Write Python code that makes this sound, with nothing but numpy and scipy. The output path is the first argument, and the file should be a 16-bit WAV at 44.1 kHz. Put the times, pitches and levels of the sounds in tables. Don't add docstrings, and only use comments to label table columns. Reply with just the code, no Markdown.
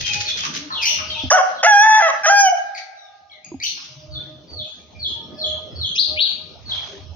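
import sys
import numpy as np
from scipy import signal
from scipy.fft import rfft, irfft, next_fast_len
from scipy.io import wavfile
from scipy.ndimage import uniform_filter1d, minimum_filter1d, map_coordinates

SR = 44100
rng = np.random.default_rng(int(sys.argv[2]) if len(sys.argv) > 2 else 0)


def generate_wav(sig):
    pcm = np.round(np.clip(np.atleast_2d(sig).T, -1, 1) * 32767).astype(np.int16)
    wavfile.write(sys.argv[1], SR, pcm)


def volts_from_decibels(level):
    exponent = np.asarray(level, float) / 20
    return 10 ** exponent


N = 315315


def unit(x):
    return x / np.sqrt(np.mean(x ** 2) + 1e-20)


def along(points, hz):
    f, v = np.transpose(points)
    return np.interp(np.log(hz + 1), np.log(f + 1), v)


def over_time(points, at_s):
    return np.interp(at_s, *np.transpose(points))


def closed(points):
    return lambda hz: volts_from_decibels(along(points, hz)) * (hz > points[0][0]) * (hz < points[-1][0])


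def span(rows):
    s, *cols = np.transpose(rows)
    at = np.arange(max(round(s[0] * SR), 0), min(round(s[-1] * SR), N))
    return at[0], [np.interp(at / SR, s, c) for c in cols]


def add(track, start, sound, pan_db):
    sides = volts_from_decibels([[pan_db / 2], [-pan_db / 2]])
    track[:, start:start + len(sound)] += (sides * sound)[:, :N - start]


def bumps(rows):
    t = np.arange(N) / SR
    return sum(volts_from_decibels(db) * np.sin(np.pi * np.clip((t - s) / length, 0, 1)) for s, length, db in rows)


def wobble(rate, size):
    knots = rng.standard_normal(int(size * rate / SR) + 4)
    return unit(map_coordinates(knots, [np.arange(size) * rate / SR]))


def filtered(x, response):
    m = next_fast_len(x.shape[-1] + 8192)
    return irfft(rfft(x, m) * response(np.fft.rfftfreq(m, 1 / SR)), m)[..., :x.shape[-1]]


def shaken(rough, rate, size):
    share = np.clip(rough, 0, 1)
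    noise = wobble(rate, size) + 1j * wobble(rate, size)
    return np.sqrt(1 - share) + np.sqrt(share / 2) * noise


# frequency_hz, likeness (0-1)
LIKENESS = [(90, 0.4), (200, .8), (1000, 0.4), (3000, 0.1), (12000, 0.5)]


def rush(spectrum, patchy_db):
    z = signal.stft(rng.standard_normal((2, N)), nperseg=512)[2]
    field = uniform_filter1d(rng.standard_normal(z.shape[1:]), size=4, axis=0)
    field = uniform_filter1d(field, size=12, axis=1)
    pair = signal.istft(z * volts_from_decibels(patchy_db * unit(field)), nperseg=512)[1][:, :N]

    def mid_side(hz):
        turn = np.arccos(np.clip(along(LIKENESS, hz), -1, 1)) / 2
        return closed(spectrum)(hz) * [np.cos(turn), np.sin(turn)]

    mid, side = filtered(pair, mid_side)
    return unit(np.array([mid + side, mid - side]))


def note(out, rows, overtone_db, rasp, pan_db):
    start, (hz, db) = span(rows)
    phase = 2 * np.pi * np.cumsum(hz) / SR
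    parts = [0, overtone_db] + [k * min(overtone_db, 0) - 4.5 for k in range(2, 5)]
    tone = 0
    for k, part_db in enumerate(parts, 1):
        line = shaken(rasp, 450 * k, len(hz)) * np.exp(1j * k * phase)
        tone = tone + volts_from_decibels(part_db) * line * (k * hz < SR / 2.7)
    soft = np.minimum(np.arange(len(hz)) / (SR / 1000), 1)
    add(out, start, np.sqrt(2) * soft * volts_from_decibels(db) * tone.real, pan_db)


# frequency_hz, t60_s
WALL_RING = [(300, 3.76), (800, 1.075), (1600, 1.345), (3000, 0.74), (6500, 0.52), (10000, 0.011)]


def yard(x, delay, shared, early):
    hz, t, z = signal.stft(rng.standard_normal((3, int(1.8 * SR))), SR, nperseg=256)
    fade = volts_from_decibels(-60 * t / along(WALL_RING, hz)[:, None]) + early * volts_from_decibels(-60 * t / 0.27)
    tail = signal.istft(z * fade, SR, nperseg=256)[1]
    tail = shared * tail[2] + tail[:2]
    late = np.pad(tail / np.linalg.norm(tail[0]), ((0, 0), (round(delay * SR), 0)))
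    return signal.fftconvolve(x, late, axes=1)[:, :N]


def aside(x, lead):
    ports = np.array([[1], [-1]])
    return filtered(x, lambda hz: np.exp(1j * np.pi * hz * lead / SR * ports))


# time_s, gain_db
CAMERA_GAIN = [(0, 5.5), (.5, 2), (1.25, 2.5), (1.4, -12.5), (2.3, -7.5), (3.0, -28.5), (3.45, -12.5),
               (3.95, -8.5), (4.22, 1), (4.8, -2.5), (5.4, 6), (7.15, -1)]


def camera_gain():
    return over_time(CAMERA_GAIN, np.arange(N) / SR)


# frequency_hz, density_db_per_hz
RUMBLE_COLOUR = [(15, -59.5), (25, -52.5), (81, 8.5), (130, -5.5), (183, -23), (220, -46.5), (290, -55.5),
                 (480, -120)]
# start_s, length_s, level_db
WHEEL_PASSES = [(0, 0.058, -29), (0.08, 0.17, -36.5), (1.225, 0.12, -30.5), (3.5, 0.13, -53),
                (4.05, 0.17, -43), (4.5, 0.16, -33.5), (4.95, 0.28, -39), (5.45, 0.14, -43),
                (5.72, 0.16, -34.5), (6.05, 0.15, -44), (6.65, 0.57, -46.5)]


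def traffic_rumble(gain_db):
    level = volts_from_decibels(-54 + 0.97 * gain_db) + bumps(WHEEL_PASSES)
    lumps = volts_from_decibels(4.2 * wobble(5.8, N))
    return level * unit(lumps * rush(RUMBLE_COLOUR, patchy_db=1.0)) * volts_from_decibels([[-1.8], [1.8]])


# frequency_hz, density_db_per_hz
STREET_COLOUR = [(88, -22.5), (150, -1), (472, -8.5), (613, -8.5), (779, -12), (1230, -19.5), (2600, -26),
                 (3380, -69), (5720, -120)]
# frequency_hz, density_db_per_hz
AIR_COLOUR = [(14300, -12.5), (15200, -4), (15900, -7)]


def street_and_air(gain_db):
    air = volts_from_decibels(-70 + gain_db) * rush(AIR_COLOUR, patchy_db=0.5)
    return air + volts_from_decibels(-50.5 + gain_db) * rush(STREET_COLOUR, patchy_db=5.0)


# start_s, length_s, level_db
DRONE_SWELLS = [
    (.7, 0.7, -45.5),
    (3.3, 0.3, -56),
    (3.85, 0.61, -52.5),
    (4.52, 0.22, -45.5),
    (5.33, 0.37, -43),
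    (6.05, 0.22, -44),
]


def traffic_drone(gain_db):
    out = np.zeros((2, N))
    steady = volts_from_decibels(-61.5 + gain_db)
    drone = steady + bumps(DRONE_SWELLS)
    octave = volts_from_decibels(-8) * np.sqrt(drone * steady)
    for order, level in [(1, drone), (2, octave)]:
        line = np.exp(2j * np.pi * order * 615.7 * np.arange(N) / SR)
        add(out, 0, np.sqrt(2) * level * np.real(shaken(0.83, 24.68, N) * line), pan_db=-8.0)
    return out


# start_s, length_s, pitch_hz, level_db
FAR_HUMS = [(0.07, 0.24, 834, -44.5), (0.511, 0.24, 290, -46), (0.721, 0.27, 909, -44.5),
            (1.103, 0.2, 909, -47.5), (2.851, 0.59, 1221, -68), (3.85, 0.61, 138, -48),
            (5.093, 0.54, 1715, -66.5), (3.981, 0.58, 311.6, -55.5), (4.102, 0.22, 1454, -62),
            (5.079, 0.28, 916, -55), (6.058, 0.27, 784, -56.5), (6.19, 0.17, 1560, -59),
            (6.88, 0.13, 395.3, -46.5)]


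def far_hums():
    out = np.zeros((2, N))
    for s, length, hz, db in FAR_HUMS:
        t = np.arange(round(length * SR)) / SR
        line = np.sin(np.pi * t / length) * np.exp(2j * np.pi * hz * t)
        add(out, round(s * SR), 2 * volts_from_decibels(db) * np.real(shaken(1.0, 31.2, len(t)) * line), pan_db=3.5)
    return out


# frequency_hz, density_db_per_hz
TWITTER_COLOUR = [(1900, -26), (2600, -7.5), (3300, -5.5), (4000, -5), (5500, -5.5), (6500, -10.5),
                  (7500, -30), (14000, -51), (15200, -15.5), (15900, -24.5)]
# time_s, level_db
FLOCK_LEVEL = [(0, -32), (0.601, -48), (1.199, -40.5), (1.7, -52.5), (2.3, -47), (2.9, -60.5), (3.601, -66),
               (3.69, -32), (4.2, -60), (7.15, -55)]


def far_flock():
    level = volts_from_decibels(over_time(FLOCK_LEVEL, np.arange(N) / SR))
    return level * rush(TWITTER_COLOUR, patchy_db=3.5)


# time_s, level_db
RUSTLE_LEVEL = [(6.6, -101.5), (6.7, -43), (6.78, -39.5), (6.95, -44.5), (7.05, -54), (7.15, -86.5)]
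# frequency_hz, density_db_per_hz
LEAF_COLOUR = [(600, 5), (1000, -1.5), (2500, -1.5), (5000, 0), (7500, -8)]


def leaves():
    out = np.zeros((2, N))
    start, (db,) = span(RUSTLE_LEVEL)
    brush = unit(volts_from_decibels(2 * wobble(300, N)) * rush(LEAF_COLOUR, patchy_db=3))
    out[:, start:start + len(db)] += volts_from_decibels(db) * brush[:, :len(db)]
    return out


# start_s, level_db, pitch_hz
HEN_CLUCKS = [
    (.43, -27.5, 228.4),
    (0.702, -27.5, 219.7),
    (0.981, -31, 215.4),
    (3.77, -44, 227.2),
]


def hen():
    out, t = np.zeros((2, N)), np.arange(SR // 10) / SR
    ends = np.minimum(t / 0.0085, 1) * np.minimum((.1 - t) / 0.017, 1)
    for s, db, hz in HEN_CLUCKS:
        phase = 2 * np.pi * hz * (t - 0.4 * t * t)
        voice = 0
        for k in range(3, 10):
            throat_db = -9 * np.log2(k * hz / 1200) ** 2 * 3.6
            voice = voice + np.real(shaken(0.96, 150, len(t)) * np.exp(1j * k * phase)) * volts_from_decibels(throat_db)
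        add(out, round(s * SR), volts_from_decibels(db - 60 * t / 0.084) * ends * voice, pan_db=1.0)
    return out


# time_from_drop_s, pitch_hz, level_db
WHISTLE_FALL = [(-.06, 4580, -25.5), (-.05, 4520, -15), (-.028, 4350, -14.5), (-.012, 4200, -4),
                (-.002, 4000, -6), (.005, 3580, -3), (0.013, 3380, 2), (0.038, 3319, -5.5),
                (.085, 2810, -30.5)]
# drop_s, level_db, pitch_factor, lead_in_stretch (of the level part before the drop)
WHISTLE_CALLS = [
    (0.278, -28, 1.016, 0.2),
    (0.746, -30, 0.98, 0.38),
    (1.1, -36, 1.1, 0.32),
    (1.583, -41.5, 0.97, 0.27),
    (4.147, -37, 1.045, 0.37),
    (4.59, -33, 1.016, 2.67),
    (5.043, -27, 1.0, .8),
    (5.432, -24.5, 0.99, 0.7),
    (5.833, -26, 0.99, 1.7),
    (6.708, -29, .98, 0.78),
]


def whistles():
    out = np.zeros((2, N))
    for s, db, pitch, lead in WHISTLE_CALLS:
        rows = []
        for t, hz, level in WHISTLE_FALL:
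            held = min(t + .028, 0)
            rows.append((s + t + held * (lead - 1), hz * pitch, db + level))
        note(out, rows, overtone_db=-34, rasp=.2, pan_db=.6)
    return out


# start_s, level_db,
# length_s
SCOLDING = [(.002, -25.5, 0.038), (0.055, -21, 0.055), (0.124, -20, 0.043), (0.2, -19.5, 0.036),
            (0.272, -24, 0.06), (0.358, -28, 0.088), (0.43, -23, 0.061), (0.53, -27, 0.077),
            (2.82, -54, 0.067), (2.77, -39, 0.042), (6.627, -51.5, .012), (3.628, -37.5, 0.024),
            (3.84, -42, 0.041), (4.5, -54.5, 0.027), (0.81, -23, 0.082)]
# frequency_hz, density_db_per_hz
BEAK_COLOUR = [(1200, -16.5), (1500, -8.5), (3000, -2), (5000, -3), (6500, 0), (8000, -7.5), (10000, -10.5),
               (13000, -47), (15500, -9.5)]


def chatter():
    swell = np.zeros(N)
    for s, db, length in SCOLDING:
        u = np.clip((np.arange(N) / SR - s) / length, 0, 1)
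        swell += volts_from_decibels(db) * np.sin(np.pi * u ** .65) ** 2
    return swell * unit(rush(BEAK_COLOUR, patchy_db=1) * volts_from_decibels(3 * wobble(400, N)))


# start_s, length_s, middle_hz, swings_per_s, level_db
WARBLES = [
    (0.852, .065, 2870, 60, -20.5),
    (3.632, .05, 2932, 62, -31.5),
]


def warbles():
    out = np.zeros((2, N))
    for s, length, mid_hz, rate, db in WARBLES:
        t = np.linspace(0, length, num=40)
        hz = mid_hz - 172 * np.cos(2 * np.pi * rate * t)
        level_db = db - 16 * (t / length) ** 2 - 18 * np.exp(-t / 0.0027)
        note(out, np.transpose([s + t, hz, level_db]), overtone_db=2, rasp=0.55, pan_db=3.0)
    return out


# start_s, length_s, from_hz, to_hz, peak_db
SPARROW_CHIRPS = [
    (0.819, .055, 2603, 2185, -22.5),
    (0.857, 0.011, 3420, 2730, -36.5),
    (2.745, 0.026, 2503, 1928, -42.5),
    (2.774, .022, 2570, 1890, -40.5),
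    (3.6, 0.0075, 2155, 2190, -38.5),
    (3.621, 0.0065, 2394, 2202, -40.5),
    (3.65, 0.033, 3694, 3624, -31.5),
    (0.85, 0.03, 4445, 3930, -27.5),
    (0.883, 0.013, 3840, 3204, -24.5),
]
# start_s, length_s, from_hz, to_hz, peak_db
SOFT_PEEPS = [
    (3.61, 0.043, 2270, 2650, -49.5),
    (4.649, 0.044, 2510, 2600, -59),
    (4.792, 0.04, 2280, 2450, -67),
    (4.947, 0.044, 2357, 2410, -55.5),
    (5.335, 0.13, 4900, 4980, -58.5),
    (5.36, .12, 5350, 5480, -59),
    (5.06, 0.09, 5070, 5000, -58),
    (5.22, 0.089, 5420, 5700, -64.5),
    (5.701, 0.15, 5017, 5360, -61.5),
    (6.42, 0.03, 6370, 6140, -77.5),
]
# start_s, length_s,
# from_hz, to_hz, peak_db
ROUGH_STREAKS = [(3.444, 0.014, 7050, 6557, -35.5), (3.444, 0.016, 5060, 4750, -49),
                 (3.625, 0.01, 4760, 4440, -23), (5.962, 0.034, 5250, 6300, -34),
                 (3.656, 0.03, 4640, 4200, -27.5), (5.95, 0.054, 4950, 5320, -30.5),
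                 (5.95, 0.046, 5820, 5970, -33.5), (1.135, 0.095, 2973, 2637, -36),
                 (1.165, 0.11, 3823, 3190, -32.5), (3.43, 0.0694, 1976, 2680, -53.5),
                 (4.61, 0.33, 7030, 6277, -60), (5.06, 0.091, 7000, 6310, -53.5),
                 (5.438, 0.11, 6920, 6600, -44.5), (5.838, 0.14, 6130, 6380, -50),
                 (6.259, 0.07, 6660, 6630, -47)]
# start_s, length_s, from_hz, to_hz, peak_db
LOW_PIPES = [
    (0.084, 0.094, 3190, 2492, -31.5),
    (.005, 0.1, 2477, 2497, -43),
    (0.037, 0.065, 3170, 3168, -31),
    (.23, .14, 2460, 2465, -44),
    (0.371, 0.11, 3230, 3140, -39.5),
    (0.421, 0.042, 2976, 2630, -44),
]
# start_s, length_s, from_hz, to_hz, peak_db
CLEAR_SLIDES = [(2.96, .13, 3990, 3500, -57), (2.96, .11, 6100, 5200, -65), (3.3, 0.082, 2300, 1950, -56),
                (3.296, 0.012, 3250, 3400, -52), (3.314, 0.024, 4350, 2950, -49),
                (2.747, .016, 4900, 4050, -46), (2.778, .016, 5000, 3900, -45),
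                (3.606, .042, 2100, 2950, -38), (1.099, 0.026, 3220, 3120, -31),
                (.772, .05, 3050, 2450, -33), (.712, .036, 4400, 3400, -37), (5.806, .028, 4250, 3600, -36)]
# overtone_db, rasp (0-1), attack_share of the length, fade_db, glide_haste
CALL_KINDS = [
    (-1.5, 0.8, 0.21, 14.5, 1.5),
    (-16.5, 0.1, 0.082, 6, 2),
    (-29, 0.99, 0.21, 27, 4),
    (-30, 0.08, 0.17, 10.5, 12),
    (-25.5, 0.05, 0.14, 7, 0.94),
]


def glides():
    out, u = np.zeros((2, N)), np.linspace(0, 1, num=25)
    flocks = [SPARROW_CHIRPS, SOFT_PEEPS, ROUGH_STREAKS, LOW_PIPES, CLEAR_SLIDES]
    for calls, (overtone_db, rasp, attack, fade_db, haste) in zip(flocks, CALL_KINDS):
        swell_db = np.where(u < attack, -22 * (1 - u / attack), -fade_db * (u - attack))
        for s, length, from_hz, to_hz, db in calls:
            hz = to_hz + (from_hz - to_hz) * (1 - u) ** haste
            note(out, np.transpose([s + u * length, hz, db + swell_db]), overtone_db, rasp, pan_db=3.5)
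    return out


# time_from_top_s, pitch_over_top, level_db
ARCH_SHAPE = [(-.054, .545, -24), (-.038, .62, -12), (-.025, .77, -3), (-.0135, .915, -1), (0, 1.0, -1),
              (.01, .955, -5), (.021, .845, -8), (.034, .78, -16), (.05, .76, -32)]
# top_s, level_db, top_hz, stretch, upper_voice_over_lower_hz
ARCH_CALLS = [
    (6.014, -15, 4492, 1.07, 402),
    (6.232, -15.5, 4027, 1.3, 535),
]
UPPER_OCTAVES = [-22, -36]


def arches():
    out = np.zeros((2, N))
    for (s, db, top_hz, stretch, upper_hz), octave_db in zip(ARCH_CALLS, UPPER_OCTAVES):
        lower, upper = [], []
        for t, pitch, level in ARCH_SHAPE:
            at_s, hz = s + t * stretch, top_hz * pitch
            lower.append((at_s, hz, db + level))
            upper.append((at_s - .004, hz + upper_hz, db - 1 + 1.7 * level))
        note(out, lower, overtone_db=-40, rasp=.3, pan_db=3)
        note(out, upper, overtone_db=octave_db, rasp=.3, pan_db=9)
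    flutter = np.array([wobble(120, N), wobble(120, N)])
    return out * volts_from_decibels(4 * flutter / 2)


# start_s, peak_db, pitch_hz
KNOCK_HITS = [
    (1.236, -20.5, 275),
    (1.255, -25.5, 256.5),
    (3.517, -25.5, 337),
    (3.542, -22.5, 269),
    (6.627, -73.5, 432),
]


def knocks():
    out, t = np.zeros((2, N)), np.arange(SR // 8) / SR
    for s, db, hz in KNOCK_HITS:
        low = volts_from_decibels(-60 * t / 0.083) * np.sin(2 * np.pi * hz * t)
        high = volts_from_decibels(-8.5 - 60 * t / 0.028) * np.sin(2 * np.pi * 2.9 * hz * t)
        tick = volts_from_decibels(-15 - 60 * t / 0.03) * rng.standard_normal(len(t))
        tick = filtered(tick, lambda f: 1 / (1 + (f / 1150) ** 8))
        add(out, round(s * SR), volts_from_decibels(db) * (1 - np.exp(-t / 0.0018)) * (low + high + tick), pan_db=-2.0)
    return out


# frequency_hz, level_db
THROAT_COLOUR = [(350, -48.5), (600, -5.5), (851, -3), (1270, -12.5), (1660, -8), (2150, -14.5),
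                 (2530, -27.5), (3010, -16), (3240, -24), (4550, -38), (5300, -28), (6120, -21.5),
                 (7000, -36.5)]
# time_s, opening_db_per_octave over the breath's own
BEAK_GAPE = [(1.303, 16), (1.31, 4.5), (1.329, 1), (1.36, -1), (1.391, 4), (1.42, 2.5), (1.649, 0.5),
             (1.752, -2), (2.0, -1), (2.1, 0), (2.251, 2.5), (2.33, -2.5), (2.41, 1), (2.44, -3.5),
             (2.5, 0.5)]
# time_s, level_db
SECOND_HARMONIC = [(1.305, 14), (1.32, 5.5), (1.359, 9), (1.401, 5.5), (1.65, 2.2), (1.799, 3), (2.0, 0.6),
                   (2.1, 4.5), (2.27, 5), (2.319, 4), (2.398, 2), (2.425, -15.5), (2.451, -6),
                   (2.49, -11.5), (2.522, -4.5)]
# time_s, above_4400_hz_db, near_3000_hz_db
THROAT_RING = [(1.305, 17, -0.5), (1.317, 8, 3.5), (1.335, 4.5, 3), (1.36, -0.5, 4.5), (1.4, -2, -1),
               (1.64, 3.5, 1.5), (1.661, -3.5, -5), (1.69, 0.5, 1.5), (1.77, 3, 3), (1.86, 3.5, -2.5),
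               (2.0, -0.5, -1), (2.272, 0.5, -2), (2.311, 2, 1.5), (2.35, -0.5, -9), (2.39, 8, -8),
               (2.43, 5.5, -4), (2.46, 2, 2), (2.49, -8, -2.5)]
CROW_FIRST = [(1.305, 868.4, -27.5, -15.5), (1.311, 835, -15.5, -8), (1.3126, 740, -9, -5),
              (1.3147, 545, -2, -8.5), (1.336, 734.5, -6, -14.5), (1.36, 739.7, -5.5, -10.5),
              (1.369, 686, -11.5, -11), (1.39, 543, -9, -17), (1.414, 538, -17.5, -16)]
CROW_SECOND = [(1.666, 835, -5.5, -30), (1.685, 858.3, -5.5, -33), (1.75, 809.4, -3.5, -38),
               (1.81, 829, -4, -33.5), (1.854, 875.3, -6, -18), (1.921, 863.7, -5, -20.5),
               (1.987, 870, -7.5, -14.5), (2.017, 793.5, -11.5, -9.5)]
CROW_SLUMP = [(2.022, 683.4, -13.5, -19.5), (2.082, 631, -15, -23), (2.088, 558.5, -22.5, -13),
              (2.106, 546, -20.5, -11)]
CROW_THIRD = [(2.235, 795, -34.5, -11.5), (2.248, 815.7, -21.5, -11), (2.26, 820, -15, -7.5),
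              (2.265, 599, -14.5, -20), (2.292, 678, -6, -21)]
CROW_TOP = [(2.298, 780, -4.5, -18), (2.324, 813, -7.5, -32), (2.386, 804, -5.5, -35.5),
            (2.397, 821, -5, -30.5), (2.412, 798, -4, -31.5), (2.427, 796, -8.5, -29),
            (2.447, 779.7, -8.5, -25), (2.463, 768, -5, -28), (2.486, 735.6, -8.5, -29)]
CROW_GULP = [(2.522, 734, -16, -26), (2.528, 730, -8.5, -41), (2.548, 662, -24, -28)]
CROW_HELD = [(1.366, 726.3, -6.5, -8), (1.378, 731.4, -12.5, -10.5), (1.395, 734, -13.5, -13),
             (1.415, 741, -7.5, -13.5)]
CROW_OPENING = [(1.63, 858, -21, -8), (1.6335, 848, -12.5, -0.5), (1.637, 597, -10, -9),
                (1.645, 671.5, -5.5, -4), (1.655, 681, -5, -20), (1.664, 721, -2.5, -26)]
# opening_db_per_octave, hollow_3500_4400_hz_db, ring_above_4400_hz_db, harmonics_above_7000_hz_db
BREATH_COLOURS = [
    (-5, -7.5, 7.5, -44),
    (4, -7, -1.5, -45.5),
    (3.5, 3, -2.5, -41),
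    (2, 4.5, 8.5, -42.5),
    (1.5, -15.5, 6.5, -34),
    (-20, 9, -9, -65.5),
    (-14, -5, 9.5, -50),
    (2, 1.5, 6.5, -43),
]


def rooster():
    out = np.zeros((2, N))
    breaths = [CROW_FIRST, CROW_SECOND, CROW_SLUMP, CROW_THIRD, CROW_TOP, CROW_GULP, CROW_HELD, CROW_OPENING]
    for rows, (open_db, hollow_db, ring_db, shrill_db) in zip(breaths, BREATH_COLOURS):
        (s0, hz0, db0, n0), (s1, hz1, db1, n1) = rows[0], rows[-1]
        onset = (s0 - 0.003, hz0, db0 - 23.0, n0)
        release = (s1 + 0.035, hz1, db1 - 58, n1)
        start, (hz, db, noise_db) = span([onset] + list(rows) + [release])
        size = len(hz)
        at_s = (start + np.arange(size)) / SR
        open_db = open_db + 8 * np.log2(hz / hz.mean()) + over_time(BEAK_GAPE, at_s)
        tuned_db = over_time(SECOND_HARMONIC, at_s)
        ring_s, *ring_columns = np.transpose(THROAT_RING)
        bright_db, third_db = [np.interp(at_s, ring_s, c) for c in ring_columns]
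        phase = 2 * np.pi * np.cumsum(hz * (1 + 0.0049 * wobble(60, size))) / SR
        depth = np.minimum(volts_from_decibels(noise_db + 3 + 3.5 * wobble(70, size)), .4)
        rattle = 1 + depth * np.cos(phase / 2 + 0.5 * wobble(90, size))
        for k in range(1, 24):
            f = k * hz
            middle_db = np.where(f > 3550, hollow_db, third_db * (f > 2750))
            throat_db = along(THROAT_COLOUR, f) + open_db * np.log2(min(k, 3))
            throat_db = throat_db + np.where(f > 4400, ring_db + bright_db, middle_db) + (k == 2) * tuned_db
            waver_db = 3.36 * (k > 2) * wobble(25.1, size)
            gain = volts_from_decibels(db + np.where(f < 7000, throat_db, shrill_db) + waver_db)
            gain = gain * (rattle if k > 1 else 1) * (f < SR / 2.6)
            line = shaken(volts_from_decibels(2 * noise_db) * k ** 1.2, 450, size) * np.exp(1j * k * (phase + k * .5))
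            add(out, start, np.sqrt(2) * gain * line.real, pan_db=-0.5)
    return filtered(out, lambda hz: 1 / (1 + (470 / (hz + 1)) ** 16))


# frequency_hz, level_db
BEAK_BEAM = [(2500, -.5), (3200, -3), (4000, -14), (5200, -4), (6500, -5)]


def scene():
    gain_db = camera_gain()
    background = traffic_rumble(gain_db) + street_and_air(gain_db) + traffic_drone(gain_db)
    background = background + far_hums() + far_flock() + leaves()
    birds, far, rasps = warbles() + glides() + hen(), whistles(), chatter()
    close, taps, crow = arches(), knocks(), volts_from_decibels(8.5) * rooster()

    to_walls = filtered(crow, lambda hz: volts_from_decibels(along(BEAK_BEAM, hz)))
    front = crow + volts_from_decibels(-7.5) * yard(to_walls, delay=0.016, shared=0.33, early=12.0)
    front = front + taps + volts_from_decibels(-23.5) * yard(taps, delay=0.013, shared=1.5, early=1.0)

    calls = birds + volts_from_decibels(-2.0) * far
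    slap = volts_from_decibels(-10) * np.roll(calls[::-1], round(.008 * SR), axis=1)
    left = volts_from_decibels(4) * (calls + slap) + rasps
    bird_send = birds + volts_from_decibels(-9.0) * rasps + volts_from_decibels(-7) * close
    left = left + volts_from_decibels(4.0) * yard(bird_send, delay=0.011, shared=0.07, early=2.32)
    left = left + volts_from_decibels(2.5) * yard(far, delay=0.016, shared=0.2, early=1.0)
    return aside(front, lead=3.486) + aside(left, lead=17.3) + aside(volts_from_decibels(4.5) * close, lead=11.3) + background


def band_limit(x):
    return signal.sosfilt(signal.butter(12, 16830, fs=SR, output="sos"), x)


# frequency_hz, level_db
MIC_RESPONSE = [(6300, 1.5), (6800, -7.5), (7300, -34), (12000, -13), (14000, -27), (15300, -10.5),
                (16000, -25)]


def record(dry):
    x = filtered(dry, lambda hz: volts_from_decibels(along(MIC_RESPONSE, hz)))
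    power = np.abs(uniform_filter1d(np.mean(x ** 2, axis=0), size=SR // 200))
    over_db = np.maximum(10 * np.log10(power + 1e-12) + 20, 0)
    held_db = -minimum_filter1d(-over_db, size=SR // 70)
    held_db = uniform_filter1d(held_db, size=SR // 90)
    x = x * volts_from_decibels(-.55 * held_db)
    x = x / (1 + np.abs(x / 1.03) ** 6) ** (1 / 6)
    return band_limit(x)


dry = scene()
out = record(dry)
generate_wav(out)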